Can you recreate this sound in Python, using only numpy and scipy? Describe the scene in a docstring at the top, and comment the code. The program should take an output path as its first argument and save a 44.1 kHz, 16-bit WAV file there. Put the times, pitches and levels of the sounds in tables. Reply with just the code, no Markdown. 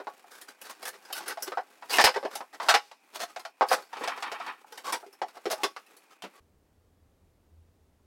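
"""Hollow clunks in a small, dry workshop: a heavy engine is heaved into an open fibreglass boat hull,
lands hard and is dragged into place in jerks. Hoses and fittings click, clothes rustle, and boots scuff
and step on the boards and over the side. Blows and slides scatter in the hull's hollow and ring its
panels and the engine casing. Near the end the sound cuts to the low hum of the empty workshop."""
import sys
import numpy as np
from scipy import signal
from scipy.fft import rfft, irfft, next_fast_len
from scipy.io import wavfile
from scipy.ndimage import uniform_filter1d, map_coordinates

SR = 44100
rng = np.random.default_rng(int(sys.argv[2]) if len(sys.argv) > 2 else 0)


def materialize(psi):
    """Save the field psi as 16-bit PCM at rate SR to the path in sys.argv[1].

    A 1-D psi becomes a single channel; in a 2-D psi each row is a channel.
    """
    bounded = np.clip(np.atleast_2d(psi).T, -1, 1)
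    quanta = np.round(bounded * 32767).astype(np.int16)
    wavfile.write(sys.argv[1], SR, quanta)


N = 355432
TIME = np.arange(N) / SR
LANDING_S = 2.042  # the engine's full weight comes down

# Clicks of hoses, fittings and grit. Each row: start in seconds, relative level in dB,
# hardness (extra treble) in dB, note of the part in Hz.
FITTING_CLICKS = [(0.414, -45, 5, 396), (0.485, -45.5, -3.5, 1560), (0.615, -44.5, 10, 2480),
                  (0.828, -39, -3.5, 704), (0.854, -36, -0.5, 1760), (1.051, -50.5, -2, 1500),
                  (1.127, -32, 3, 3030), (1.28, -33, 9, 1480), (1.424, -31.5, 15, 5494),
                  (2.354, -32.5, -1, 875), (3.299, -51, -6, 1260), (3.395, -44.5, -3, 830),
                  (3.686, -36, 2, 4900), (3.725, -26.5, -3.5, 543), (3.822, -51, -7.5, 810),
                  (4.723, -43.5, -5, 456), (4.776, -40.5, -4, 774), (4.924, -26.5, -3, 940),
                  (5.128, -55, 11, 5400), (5.286, -53.5, -9, 4550), (5.512, -33.5, 8, 625),
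                  (5.635, -32.5, 3, 3460), (5.864, -59, 3.5, 2600), (5.967, -54.5, 9, 4430)]
# Tone colour of a small part's click. Each row: frequency in Hz, level in dB.
CLICK_COLOUR = [(100, -36.5), (200, -18.5), (400, -0.5), (900, 0), (1700, -1), (3000, -2.5), (5000, 0.5),
                (7000, -3.5), (11000, -4.5), (16000, -13.5)]
# Short slides of boots, clothes and engine. Each row: start and length in seconds,
# relative level in dB, hardness in dB, note of the rubbed spot in Hz.
SHORT_SLIDES = [(0.3, 0.091, -50.5, 4.5, 1520), (0.633, .04, -47.5, 3, 1560),
                (0.693, .02, -40.5, 1.5, 1050), (0.859, .034, -36.5, 9.5, 1750),
                (0.914, .053, -51, -5, 384), (1.143, 0.048, -37, 5, 1540), (1.193, .05, -43, -6.5, 360),
                (1.256, 0.074, -36, -4.5, 1540), (1.466, .017, -37, -4.5, 370.2),
                (1.892, 0.033, -31.5, 2.5, 4700), (1.915, 0.06, -25.5, 1.5, 2800),
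                (2.302, .044, -46, -4, 1380), (2.526, 0.026, -46, -5.5, 1920),
                (2.609, 0.074, -37, -5.5, 1036), (3.138, 0.032, -38.5, -0.5, 630),
                (3.19, .049, -33, -2.5, 700), (3.69, 0.0598, -30.5, -1.5, 526),
                (3.767, .034, -43, -9.5, 560), (4.839, .07, -33.5, -4, 1100),
                (4.917, 0.043, -32.5, -3.5, 920), (5.344, 0.035, -46, -9, 679),
                (5.497, 0.039, -29, -3.5, 648), (5.545, 0.077, -44, -11, 827),
                (6.102, .032, -56.5, -3, 1205), (6.327, 0.1, -58.5, -4, 1128)]
# Jerks of the dragged engine. Each row: start in seconds, then in dB the catch's relative level,
# its weight (extra bass), its hardness, and the peak level of the slide that follows.
DRAG_JERKS = [(3.93, -38.5, 2, -4.5, -44), (3.969, -45, 14, -2, -60), (4.01, -37, 18, -9.5, -36),
              (4.037, -35, 4, 3, -42.5), (4.076, -29.5, -3.5, -1.5, -35), (4.176, -41, -7, -5.5, -52.5),
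              (4.225, -34.5, -18, -0.5, -34.5), (4.317, -35.5, 3.5, -2.5, -41.5),
              (4.4, -39.5, -21, -6, -42.5), (4.464, -40.5, -17, -4, -39)]


def amp(db):
    """Decibels to gain."""
    return 10 ** (np.asarray(db) / 20)


def unit(x):
    """Scale to rms 1."""
    return x / np.sqrt(np.mean(x ** 2) + 1e-20)


def levelled(x, length_s, db):
    """Scale x so that its first length_s seconds have the given level."""
    return x * amp(db) / np.sqrt(np.mean(x[:round(length_s * SR)] ** 2) + 1e-20)


def along(points, hz):
    """Read a curve of (Hz, value) points on a log frequency axis."""
    freqs, values = np.transpose(points)
    return np.interp(np.log(hz + 1), np.log(freqs), values)


def wobble(rate, size=N):
    """A smooth random curve with rate knots a second."""
    knots = rng.standard_normal(int(size * rate / SR) + 4)
    return map_coordinates(knots, [np.arange(size) * rate / SR])


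def filtered(x, gain):
    """Equalise x with a gain that is a function of frequency."""
    padded = next_fast_len(len(x) + SR // 4)
    return irfft(rfft(x, padded) * gain(np.fft.rfftfreq(padded, 1 / SR)), padded)[:len(x)]


def noise(colour):
    """Steady noise of rms 1 in the given colour."""
    return unit(filtered(rng.standard_normal(N), lambda hz: amp(along(colour, hz))))


def add(track, start_s, sound):
    """Mix a sound into the track."""
    start = max(round(start_s * SR), 0)
    part = sound[:max(N - start, 0)]
    track[start:start + len(part)] += part


def room_air():
    """A faint, steady bed of air behind the work."""
    # Each row: frequency in Hz, level in dB.
    air_colour = [(100, -41.5), (170, -7), (280, 5), (450, -11), (800, 8), (1600, -11), (2500, 9),
                  (3300, -22), (5000, -19.5), (7000, -22), (16000, -22)]
    return amp(-70) * noise(air_colour)


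def empty_workshop():
    """Low room rumble and a wavering hum that swells once."""
    # Each row: frequency in Hz, level in dB.
    rumble_colour = [(12, -52), (20, -14), (36, -10.5), (86, -4), (130, -16), (193, -14.5), (262, -17),
                     (434, -18.5), (718, -25), (1190, -30), (1660, -34), (3340, -38.5), (16000, -44)]
    hum_hz, swell_s, swell_width_s = 81, 7.58, 0.087
    phase = 2 * np.pi * np.cumsum(hum_hz + 2.23 * wobble(8.8)) / SR
    waver = amp(-73 - 1.5 * wobble(7))
    swell = amp(-59) * np.exp(-((TIME - swell_s) / swell_width_s) ** 2)
    hum = np.sqrt(2) * np.sin(phase) * (waver + swell)
    return hum + amp(-66) * noise(rumble_colour)


def workshop_reverb(sound):
    """The walls return a faint, dense tail in which each frequency dies at its own speed."""
    # Each row: frequency in Hz, seconds to fade by 60 dB.
    decay_times = [(200, .45), (1000, 0.26), (4000, 0.55), (14000, 0.87)]
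    hz, t, bands = signal.stft(rng.standard_normal(SR // 2), SR, nperseg=128)
    fade = amp(-60 * t / along(decay_times, hz)[:, None])
    tail = signal.istft(bands * fade, SR, nperseg=128)[1]
    return amp(-25.5) * signal.fftconvolve(sound, tail / np.linalg.norm(tail))[:N]


def grit(size, rate, spread_db):
    """Friction as tiny slips of random strength, about rate a second, at rms 1."""
    slips = rng.random(size) < rate / SR
    return unit(slips * rng.standard_normal(size) * amp(spread_db * rng.standard_normal(size)))


def contact(chatter_s, chatter, size=2048):
    """The force of one impact, then a brief chatter as the surfaces seat."""
    age = np.arange(size) / SR / chatter_s
    force = grit(size, rate=1200, spread_db=4) * age * np.exp(-age * age)
    force *= chatter / (np.linalg.norm(force) + 1e-12)
    force[0] += 1
    return force


def scatter(force, direct, t60):
    """A contact arrives directly with a bright crack, then as dense reflections that die fast."""
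    def smear(decay_s):
        fade = amp(-120 * np.arange(SR // 5) / SR / decay_s)
        energy = np.abs(signal.oaconvolve(force ** 2, fade / fade.sum()))
        return np.sqrt(energy) * rng.standard_normal(len(energy))
    reflections = smear(t60)
    crack = amp(-5.5) * np.diff(smear(decay_s=0.02172), prepend=0)
    out = reflections + crack
    out[:len(force)] += direct * force
    return out


def hull(force, colour, weight_db=0, hardness_db=0, note_hz=1000, note_db=0, ripple_db=0,
         ring=1, direct=0.35, t60=0.081, size=8192):
    """A force scatters in the hollow and rings the hull's modes and the note of the touched spot."""
    # Resonances of hull panels and engine casing. Each row: centre in Hz, width in Hz, lift in dB.
    modes = [(408, 40, 4), (510, 30, 5), (595, 50, -5), (832, 30, 6), (1122, 18, 6), (1258, 20, 5),
             (1320, 25, 5), (1449, 25, 4), (1566, 16, 5), (1798, 16, 4), (1948, 25, 4), (2892, 25, 5),
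             (4415, 20, 6), (4980, 20, 5), (5260, 18, 6), (5485, 15, 7)]
    scattered = scatter(force, direct, t60)
    # even out the broad colour, so that scattering only spreads the sound in time
    blocks = len(scattered) // size + 1
    power = uniform_filter1d(np.abs(rfft(scattered, blocks * size)) ** 2, size=80 * blocks)[::blocks]
    hz = np.fft.rfftfreq(size, 1 / SR)
    db = along(colour, hz) - 10 * np.log10(np.abs(power) + 1e-12)
    db += ring * sum(lift / (1 + (2 * (hz - centre) / width) ** 2) for centre, width, lift in modes)
    db += note_db / (1 + ((hz / note_hz - 1) / 0.078) ** 2)
    # each spot favours and misses its own set of the many higher panel modes
    db += ripple_db * wobble(SR / 32, size=len(hz))
    db += weight_db * along([(420, 0.9), (700, 0.0083)], hz)
    # a soft contact cuts off above the panel notes; a hard one adds sparkle at the top
    db += min(hardness_db, 0) * along([(1450, 0.36), (2800, 1.5), (5000, 1.5), (12000, 2.3)], hz)
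    db += max(hardness_db, 0) * along([(1500, 0.32), (4500, 0.14), (12000, 1.1)], hz)
    cepstrum = irfft(np.log(amp(db)))  # minimum phase: nothing sounds before the contact
    cepstrum[1:size // 2] *= 2
    cepstrum[size // 2 + 1:] = 0
    response = irfft(np.exp(rfft(cepstrum)))
    return signal.fftconvolve(scattered, response)


def body_effort():
    """How hard the body works, 0-1: it winds up before each click, jerk or slide and ebbs after it."""
    wind_up_s, follow_s = 0.03, 0.045
    t = np.arange(0, N / SR, 0.005)
    contacts = [row[:2] for row in FITTING_CLICKS + DRAG_JERKS]
    contacts += [(start + length / 2, db) for start, length, db, *_ in SHORT_SLIDES]
    moves = [amp(0.53 * db) * np.exp(-np.maximum((s - t) / wind_up_s, (t - s) / follow_s))
             for s, db in contacts]  # a louder contact takes a bigger move
    motion = np.linalg.norm(moves, axis=0)
    carrying = 0.26 * (t < LANDING_S)
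    effort = np.hypot(motion / np.percentile(motion, 90), carrying)
    return np.interp(TIME, t, np.minimum(effort, 1))


def clothes_rustle(effort):
    """Cloth rubs in a soft, grainy rustle that follows the effort, over a faint constant fidget."""
    # Each row: frequency in Hz, level in dB.
    cloth_colour = [(110, -32.5), (180, -14), (300, -3), (800, -3), (1500, -5.5), (3000, -11), (5000, -16),
                    (8000, -16.5), (16000, -22)]
    working_db, fidget_db = -58, -66.5
    slips = grit(N, rate=1200, spread_db=3.5) * amp(2.5 * wobble(25))
    rustle = hull(slips, cloth_colour, weight_db=-0.5, hardness_db=0.5, ring=0.71, direct=0.55)[:N]
    return unit(rustle) * (amp(working_db) * effort + amp(fidget_db))


def hose_rattle(effort):
    """Loose hoses and cable ends tick at random, more often and harder with effort."""
    taps_per_s = 110 * effort
    taps = (rng.random(N) < taps_per_s / SR) * amp(2 * rng.standard_normal(N))
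    ticking = hull(taps, CLICK_COLOUR, hardness_db=-6, ripple_db=3, ring=0.24, direct=0.3)[:N]
    return unit(ticking) * effort * amp(-57)


def footfall():
    """After the climb over the side, a boot heel lands on the workshop floor with a dull thud."""
    # Each row: frequency in Hz, level in dB.
    heel_colour = [(100, -49), (135, -61), (175, -5.5), (260, -7), (500, -8.5), (1000, -11), (3000, -18.5),
                   (16000, -48.5)]
    step = scatter(contact(chatter_s=0.011, chatter=7.5), direct=0.304, t60=0.12)
    thud = filtered(step, lambda hz: amp(along(heel_colour, hz)))
    out = np.zeros(N)
    add(out, start_s=6.234, sound=levelled(thud, length_s=0.037, db=-42))
    return out


def fitting_clicks():
    """Light parts tap the casing: short, bright contacts."""
    out = np.zeros(N)
    for start, db, hardness_db, note_hz in FITTING_CLICKS:
        force = contact(chatter_s=0.0028, chatter=0.92)
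        tap = hull(force, CLICK_COLOUR, hardness_db=hardness_db, note_hz=note_hz,
                   note_db=12.5, ripple_db=5, ring=0.39, direct=0.29, t60=0.11)
        add(out, start, levelled(tap, length_s=0.013, db=db - 0.7))
    return out


def scuffs():
    """Boots, clothes and engine slide briefly: runs of small slips under an uneven pressure."""
    # Each row: frequency in Hz, level in dB.
    rub_colour = [(100, -41), (200, -11), (400, 2.5), (800, 6.5), (1600, 3), (3000, 1), (5000, 2),
                  (7000, -4), (11000, -5.5), (16000, -13)]
    build_up_s = 0.008
    out = np.zeros(N)
    for start, length, db, hardness_db, note_hz in SHORT_SLIDES:
        size = round(length * SR)
        pressure = signal.windows.tukey(size, 0.15) * amp(2 * wobble(90, size=size))
        pressure *= 1 - np.exp(-np.arange(size) / SR / build_up_s)
        slips = grit(size, rate=2000, spread_db=3.5)
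        slide = hull(pressure * slips, rub_colour, hardness_db=hardness_db, note_hz=note_hz,
                     note_db=11.5, ripple_db=2.5, ring=0.72, direct=0.44)
        add(out, start, levelled(slide, length, db - 1.64))
    return out


def engine_drag():
    """The casing catches with a knock, scrapes along the hull floor and stalls, again and again."""
    # Each row: frequency in Hz, level in dB.
    scrape_colour = [(110, -46), (180, -22), (300, -10.5), (550, -8.5), (850, 7), (1400, -2), (2400, -4),
                     (4500, -17.5), (7000, -35.5), (16000, -42)]
    catch_hz, spread_octaves = 1020, 0.39
    slide_peak_s, coast_s, grind_db = 0.024, 0.051, -49
    catches, scrape_power = np.zeros(N), np.zeros(N)
    age = np.arange(SR // 2) / SR / slide_peak_s
    for start, catch_db, weight_db, hardness_db, slide_db in DRAG_JERKS:
        note_hz = catch_hz * 2 ** (spread_octaves * rng.standard_normal())
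        add(catches, start, knock(catch_db, weight_db, hardness_db, note_hz))
        add(scrape_power, start, (amp(slide_db) * age * np.exp(1 - age)) ** 2)
    # the casing keeps grinding between jerks and coasts briefly after the last
    moving = (TIME > DRAG_JERKS[0][0]) & (TIME < DRAG_JERKS[-1][0] + coast_s)
    scrape_power += amp(grind_db) ** 2 * np.abs(uniform_filter1d(moving * 1.0, size=1000))
    slips = grit(N, rate=2400, spread_db=2.5) * amp(1.5 * wobble(45))
    scrape = hull(slips, scrape_colour, hardness_db=0.5, note_hz=805,
                  note_db=1.5, ripple_db=3.5, direct=0.76)[:N]
    return catches + unit(scrape) * np.sqrt(scrape_power)


def low_thump():
    """One brief, low thump as the loudest blow overloads the microphone."""
    age = np.arange(SR // 8) / SR / 0.005
    thump = age * np.exp(-age) * np.sin(2.2 * age)
    out = np.zeros(N)
    add(out, LANDING_S, amp(-28) * thump)
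    return out


def knock(db, weight_db, hardness_db, note_hz):
    """One hollow blow on the hull; the louder it is, the longer it chatters."""
    # Each row: frequency in Hz, level in dB.
    blow_colour = [(100, -49), (165, -26.5), (260, -15), (400, -4.5), (750, 5), (1300, -3.5), (2000, -2.5),
                   (3200, -5), (5000, -6.5), (6500, -13.5), (10000, -20), (16000, -31)]
    medium_blow_db = -34.5
    force = contact(chatter_s=0.0038 * amp(0.62 * (db - medium_blow_db)), chatter=1.05)
    direct = 0.35 * amp(0.27 * abs(hardness_db))  # bare metal and flat soles both land compactly
    blow = hull(force, blow_colour, weight_db, hardness_db, note_hz,
                note_db=8.5, ripple_db=2.5, ring=0.78, direct=direct, t60=0.098)
    return levelled(blow, length_s=0.025, db=db - 0.3)


def hull_clunks():
    """Engine and boots strike the hull, loudest as the engine comes down."""
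    # Each row: start in seconds, relative level in dB, weight (extra bass) in dB,
    # hardness (extra treble) in dB, note of the struck spot in Hz.
    blows = [(0.001, -41, 7, -12.5, 564), (0.07, -35, 1, -14, 725), (0.243, -53.5, -5, -18, 716),
             (1.103, -43.5, -7, -7, 745), (1.373, -37, -14, -8, 660), (1.52, -35.5, 1, -10, 1270),
             (1.573, -27, -5.5, -16, 750), (1.824, -43.5, -14, -11, 990), (1.985, -15.5, 2.5, -5.5, 1780),
             (2.01, -23, -4.5, 6, 5100), (2.041, -15, 2, 9.5, 4900), (2.067, -20.5, -8, -6.5, 2770),
             (2.084, -28.5, 0, -5, 4810), (2.142, -36.5, -7, -3.5, 1835), (2.161, -26.5, 5.5, -10.5, 460),
             (2.229, -35, 14.5, -10.5, 493), (2.251, -30, 14.5, -9.5, 580), (2.406, -38, 1, -9.5, 1010),
             (2.6, -32.5, -8.5, -7.5, 972), (2.686, -19, -9, -0.5, 1350), (2.691, -18, -14, 0.5, 1350),
             (2.741, -17, -13.5, -3.5, 473), (2.914, -48.5, -2.5, -2, 1010), (3.362, -36.5, -6, -4, 740),
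             (3.451, -38, -24, -4, 672), (3.61, -18.5, -3, -16.5, 813), (3.621, -30, 6.5, -9, 884),
             (3.715, -19, -9, -10, 510), (4.645, -53, -15, -31, 810), (5.029, -46.5, 4, -29, 740),
             (5.064, -49.5, 22, 8, 390), (5.217, -28.5, 9, -8.5, 830), (5.456, -31, 14.5, -4.5, 342),
             (5.462, -30, 26, -14, 344), (5.634, -24.5, 6, 1, 1110), (5.764, -40, -11, -4.5, 1220),
             (6.222, -44, -26, 7, 3080)]
    out = np.zeros(N)
    for start, db, weight_db, hardness_db, note_hz in blows:
        add(out, start, knock(db, weight_db, hardness_db, note_hz))
    return out


def scene():
    """The handling in its room, then a quick cut to the empty workshop."""
    cut_s, crossfade_s = 6.4, 0.01
    effort = body_effort()
    handling = hull_clunks() + fitting_clicks() + scuffs() + engine_drag()
    handling += clothes_rustle(effort) + hose_rattle(effort) + footfall()
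    busy = handling + low_thump() + workshop_reverb(handling) + room_air()
    after_cut = np.clip((TIME - cut_s) / crossfade_s + 0.5, 0, 1)
    return (busy * (1 - after_cut) + empty_workshop() * after_cut)[None]


def record(dry):
    """The microphone rounds the highest peaks and keeps nothing above its band limit."""
    ceiling, top_hz = 0.75, 16000
    rounded = dry[0] / (1 + np.abs(dry[0] / ceiling) ** 6) ** (1 / 6)
    return filtered(rounded, lambda hz: hz < top_hz)[None]


dry = scene()
out = record(dry)
materialize(out)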